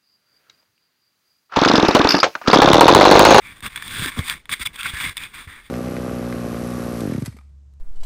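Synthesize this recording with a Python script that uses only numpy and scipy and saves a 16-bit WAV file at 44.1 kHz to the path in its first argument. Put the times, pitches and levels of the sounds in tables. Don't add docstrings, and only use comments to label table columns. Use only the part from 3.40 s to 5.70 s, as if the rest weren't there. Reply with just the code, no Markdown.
import sys
import numpy as np
from scipy import signal
from scipy.fft import rfft, irfft
from scipy.io import wavfile
from scipy.ndimage import map_coordinates

SR = 44100
rng = np.random.default_rng(int(sys.argv[2]) if len(sys.argv) > 2 else 0)


def dump(signal):
    limited = np.clip(np.atleast_2d(signal).T, -1, 1)
    pcm = np.round(limited * 32767).astype(np.int16)
    wavfile.write(sys.argv[1], SR, pcm)


N = 101430
FFT_SIZE = 131072
HZ = np.fft.rfftfreq(FFT_SIZE, 1 / SR)
T = np.arange(N) / SR

RISE_DB, FALL_DB = 8.5, 7
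EDGE_S = 0.0036
SLIPS_PER_S, SLIP_SPREAD_DB = 3000, 2.5
HISS_DB = -8.5
CRACKLE_PER_S, CRACKLE_DB = 70, -11
JUDDER_PER_S, JUDDER_DB = 390, 0.5
CONTACT_WIDTH_HZ = 220
TREBLE_HZ = 2600
CASE_LOW_HZ = 890
CHATTER_DB, CHATTER_T60_S = 0, 0.016
BUMP_T60_S, BUMP_ATTACK_S = 0.071, 0.0011
BUMP_SAG, BUMP_SAG_S = 0.69, 0.005
PUFF_DB, PUFF_T60_S = -18.5, 0.072
STREAM_DB, STREAM_SWAY_DB, AIR_DB = -58.5, 7, -54
CAVE_DB, CAVE_T60_S = -18, 0.13
NULL_HZ, NULL_WIDTH_HZ, NULL_DB = 12025, 926, -38
DIP_HZ, DIP_WIDTH_HZ, DIP_DB = 5980, 89, -8.5
TOP_HZ = 15600

# frequency in Hz, relative level in dB.
RUMBLE_SPECTRUM = [(20, -8), (45, -2.5), (85, -1), (160, -5), (270, -10), (450, -18.5), (800, -23.5),
                   (2000, -35)]


def scrapes(body, treble):
    # start, strongest moment and end in seconds, level in dB, treble and
    # rumble in dB relative to it, contact resonance in Hz, boost at that resonance in dB.
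    strokes = [ (0.018, 0.064, 0.13, -40.5, -3.5, -14.5, 2300, 9),
               (0, 0.127, 0.15, -48.5, -1.5, -1, 1800, 6), (0.147, 0.17, 0.2, -46.5, -1, -4, 2300, -2),
               (0.226, 0.258, 0.28, -28, -1, -5.5, 1190, 7),
               (0.281, 0.329, 0.38, -41.5, -2.5, -16, 2140, 2.5),
               (0.351, .372, 0.43, -33.5, -4.5, -12.5, 2200, 1),
               (0.424, 0.472, 0.52, -34.5, 1.5, -8, 3480, 2),
               (0.507, 0.645, 0.66, -27.5, 3, -6.5, 1570, 6.5),
               (0.649, 0.685, 0.7, -25.5, -0.5, -10, 1750, 5.5),
               (0.692, 0.718, 0.83, -36.5, -2.5, -13.5, 2140, 3.5),
               (0.763, 0.783, 0.81, -33.5, -3.5, 6, 1030, 12.5), (.795, .81, .86, -39.5, 0, -2.5, 2150, 12),
               (0.841, 0.879, 0.9, -31, 3.5, -17, 3570, 2.5),
               (0.89, 0.912, 0.94, -26.5, 0.5, -16, 1790, 6.5),
               (0.922, 0.947, .985, -41, -1, -4.5, 2230, 6.5), (0.99, 0.995, 1.015, -56, 3, -2, 2200, 8),
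               (1.095, 1.093, 1.13, -34.5, 3, -7.5, 3530, 4), (1.114, 1.129, 1.138, -22, 2, -16, 2100, 5),
               (1.137, 1.136, 1.142, -19.5, 1, -28, 2120, 8),
               (1.147, 1.148, 1.193, -41, 1.5, -13.5, 2200, 6),
               (1.197, 1.226, 1.234, -28, 4.5, -14, 2040, 8),
               (1.255, 1.272, 1.264, -22, 5.5, -13.5, 3480, 10.5),
               (1.272, 1.274, 1.38, -48.5, -25, 0, 2200, -3),
               (1.331, 1.347, 1.39, -42.5, 0.5, -6.5, 2570, 9),
               (1.388, 1.384, 1.417, -37, 4.5, -12, 2610, 15.5),
               (1.378, 1.4, 1.453, -40.5, 5.5, -14, 1434, 18),
               (1.44, 1.463, 1.482, -25.5, -1, -14.5, 2510, 11.5),
               (1.479, 1.504, 1.506, -28.5, 1.5, -13.5, 3230, 9),
               (1.508, 1.509, 1.574, -37, -0.5, -10.5, 2200, 7.5),
               (1.531, 1.538, 1.584, -33, -0.5, -21, 1750, 13),
               (1.559, 1.573, 1.63, -32, 1.5, -15, 1680, 9), (1.601, 1.613, 1.635, -28, 1.5, -13, 1650, 6),
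               (1.625, 1.644, 1.698, -25, -1.5, -11.5, 2180, 8.5),
               (1.701, 1.711, 1.73, -36, -0.5, -8.5, 1920, 6.5),
               (1.729, 1.765, 1.95, -49.5, 1, -12, 2204, 3),
               (1.769, 1.833, 1.872, -35, -0.5, -10.5, 2480, 9.5),
               (1.857, 1.856, 2.05, -50, -8, -6.5, 2484, -1),
               (1.935, 1.944, 2.023, -37, -1.5, -14, 2440, 1.5),
               (1.958, 2.005, 2.03, -36, -5, -12, 1800, 0),
               (2.073, 2.097, 2.213, -38.5, -6, -11.5, 1910, 5.5),
               (2.215, 2.183, 2.335, -52.5, -0.5, -15, 1820, 7)]
    drive = np.zeros((2, N))
    shake_power = np.zeros(N)
    judder = unit(amp(JUDDER_DB * wobble(JUDDER_PER_S)))
    for start, top, end, db, treble_db, rumble_db, hz, boost_db in strokes:
        near = slice(max(round(start * SR) - SR // 40, 0), round(end * SR) + SR // 40)
        pressure = amp(db) * stroke(T[near], start, top, end)
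        chance = rng.random(N)[near]
        size = rng.standard_normal(N)[near]
        hiss = rng.standard_normal(N)[near]

        slip_size = amp(SLIP_SPREAD_DB * np.clip(size, -2, 2))
        slips = (chance < SLIPS_PER_S / SR) * np.sign(hiss) * slip_size
        snags = (chance > 1 - CRACKLE_PER_S / SR) * np.sqrt(SR / CRACKLE_PER_S)
        rubbing = unit(slips) + amp(HISS_DB) * hiss + amp(CRACKLE_DB) * snags
        friction = unit(rubbing) * judder[near]

        drive[:, near] += amp([[0], [treble_db]]) * contact(friction * pressure, hz, boost_db)
        shake_power[near] += (amp(rumble_db) * pressure) ** 2
    ringing = filtered(drive[0], body) + filtered(drive[1], treble)
    rub = ringing / np.linalg.norm(irfft(body + treble))
    return rub + np.sqrt(shake_power) * noise(RUMBLE_SPECTRUM)


def stroke(t, start, top, end):
    swell_db = np.interp(t, [start, top, end], [-RISE_DB, 0, -FALL_DB])
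    outside = np.maximum(start - t, 0) * 2 + np.maximum(t - end, 0)
    return amp(swell_db) * np.exp(-outside / EDGE_S)


def ticks(body, treble):
    # time in seconds, level in dB, treble relative to body in dB,
    # contact resonance in Hz, boost at that resonance in dB.
    hard_contacts = [(0.2058, -26, 1, 3470, -5), (.2635, -12, -1.5, 2760, 12.5),
                     (0.3599, -13, -0.5, 3430, 7), (.362, -21, 9, 3450, 0), (.376, -18, -5, 2180, 4.5),
                     (.424, -16, 2.5, 1700, 10), (.48, -21.5, 9, 3480, 6), (0.6602, -12, 6, 2220, 12),
                     (.7893, -16, 0, 3460, 5), (.792, -13, -4.5, 1120, 6), (.883, -11.5, -2.5, 3500, 9),
                     (0.8982, -3.5, -2, 1440, -5), (1.056, -29.5, -6, 2240, 4),
                     (1.0938, -17, -7.5, 1100, 4.5), (1.271, -13, 4.5, 2270, 14.5),
                     (1.358, -25, 3, 3350, 4), (1.36, -22.5, 5.5, 3280, 9), (1.4085, -20.5, 3, 3185, 16),
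                     (1.432, -15.5, 5.5, 3200, 10), (1.4576, -17.5, -7.5, 1490, 16),
                     (1.6015, -14.5, 1, 2230, 10.5), (1.609, -13, -4, 2930, 12), (1.654, -16, -3, 2050, 12),
                     (1.676, -22, -3, 1900, 3), (1.695, -20, 9, 3340, 5), (1.7696, -14.5, 4, 3600, 10.5),
                     (1.7706, -15.5, 10, 1810, 7), (1.7786, -16.5, 8, 3640, 10),
                     (1.8365, -20.5, 8.5, 3270, 5), (2.076, -34, -6, 1200, 1)]
    t = T[:SR // 20]
    blows = np.zeros((2, N + SR))
    for s, db, treble_db, hz, boost_db in hard_contacts:
        grit = rng.standard_normal(len(t)) * amp(-60 * t / CHATTER_T60_S)
        impulse = t == 0
        blow = contact(impulse + amp(CHATTER_DB) * grit / np.linalg.norm(grit), hz, boost_db)
        band_db = [[db - treble_db / 2], [db + treble_db / 2]]
        blows[:, round(s * SR):][:, :len(t)] += amp(band_db) * blow
    ringing = filtered(blows[0, :N], body) + filtered(blows[1, :N], treble)
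    return ringing / np.abs(irfft(body + treble)).max()


def contact(x, hz, boost_db):
    b, a = signal.iirpeak(hz, hz / CONTACT_WIDTH_HZ, SR)
    return x + (amp(boost_db) - 1) * signal.lfilter(b, a, x)


def case_bands():
    # frequency in Hz, width in Hz, level in dB.
    resonances = [(1100, 232, -4), (1650, 680, -2.5), (2230, 440, -1), (2810, 900, -9), (3480, 287, 1),
                  (3850, 340, -9), (4757, 590, -14), (7200, 620, -17.5), (8490, 272, -3.5), (9710, 430, -9),
                  (10240, 370, -16), (14220, 520, -11), (15000, 240, -19)]
    power = sum(amp(db) ** 2 / (1 + ((HZ - hz) / width) ** 2 * 2) ** 2 for hz, width, db in resonances)
    low_cut = np.sqrt(1 + (CASE_LOW_HZ / (HZ + 1)) ** 6)
    response = causal(np.sqrt(power + amp(-21.5) ** 2) / low_cut)
    body_share = 1 / (1 + (HZ / TREBLE_HZ) ** 8)
    return response * body_share, response * (1 - body_share)


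def bumps():
    # time in seconds, level in dB, settled pitch in Hz.
    knocks = [(.258, -33.5, 117), (0.595, -21, 101), (0.621, -18, 130), (.657, -24.5, 249),
              (.772, -26.5, 190), (.784, -18.5, 161), (.791, -9, 79.3), (1.198, -35.5, 198),
              (1.209, -28.5, 50), (1.265, -36, 100), (1.536, -22, 62), (1.645, -28, 70), (1.663, -29, 129),
              (1.691, -31, 75), (2.072, -27.5, 76)]
    out = np.zeros(N)
    puff = amp(PUFF_DB) * noise(RUMBLE_SPECTRUM)
    for s, db, hz in knocks:
        near = slice(round(s * SR), round(s * SR) + SR // 5)
        t = T[:len(T[near])]
        cycles = hz * (t + BUMP_SAG * BUMP_SAG_S * (1 - np.exp(-t / BUMP_SAG_S)))
        tone = amp(-60 * t / BUMP_T60_S) * np.sin(2 * np.pi * cycles)
        thud = tone + amp(-60 * t / PUFF_T60_S) * puff[near]
        out[near] += amp(db) * (1 - np.exp(-t / BUMP_ATTACK_S)) * thud
    return out


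def cave(x):
    tail = rng.standard_normal(SR // 2) * amp(-60 * T[:SR // 2] / CAVE_T60_S)
    return amp(CAVE_DB) * signal.fftconvolve(x, tail / np.linalg.norm(tail))[:N]


def stream(case):
    # frequency in Hz, relative level in dB.
    air_spectrum = [(20, 5), (45, 8.5), (120, -9.5), (300, -11), (650, -20), (2000, -19), (5000, -27),
                    (15000, -44)]
    sway = amp(STREAM_SWAY_DB * wobble(40.1))
    water = unit(filtered(rng.standard_normal(N), case) * sway)
    return amp(STREAM_DB) * water + amp(AIR_DB) * noise(air_spectrum)


def amp(db):
    return 10 ** (np.asarray(db) / 20)


def unit(x):
    return x / np.sqrt(np.mean(x ** 2) + 1e-20)


def filtered(x, response):
    return irfft(rfft(x, FFT_SIZE) * response, FFT_SIZE)[:N]


def causal(gain):
    cepstrum = irfft(np.log(np.maximum(gain, 1e-6)))
    cepstrum[1:FFT_SIZE // 2] *= 2
    cepstrum[FFT_SIZE // 2 + 1:] = 0
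    return np.exp(rfft(cepstrum))


def noise(points):
    hz, db = np.transpose(points)
    gain = amp(np.interp(np.log(HZ + 1), np.log(hz), db))
    return unit(filtered(rng.standard_normal(N), gain))


def wobble(rate):
    return map_coordinates(rng.standard_normal(N // 10), [T * rate], mode="wrap")


def scene():
    body, treble = case_bands()
    close = scrapes(body, treble) + ticks(body, treble)
    return (close + cave(close) + bumps() + stream(body + treble))[None]


def record(dry):
    null_db = NULL_DB * np.exp(-np.abs((HZ - NULL_HZ) / NULL_WIDTH_HZ) ** 4)
    dip_db = DIP_DB * np.exp(-((HZ - DIP_HZ) / DIP_WIDTH_HZ) ** 2)
    port = causal(amp(null_db + dip_db))
    return filtered(dry[0], port / (1 + (HZ / TOP_HZ) ** 120))[None]


dry = scene()
out = record(dry)
dump(out)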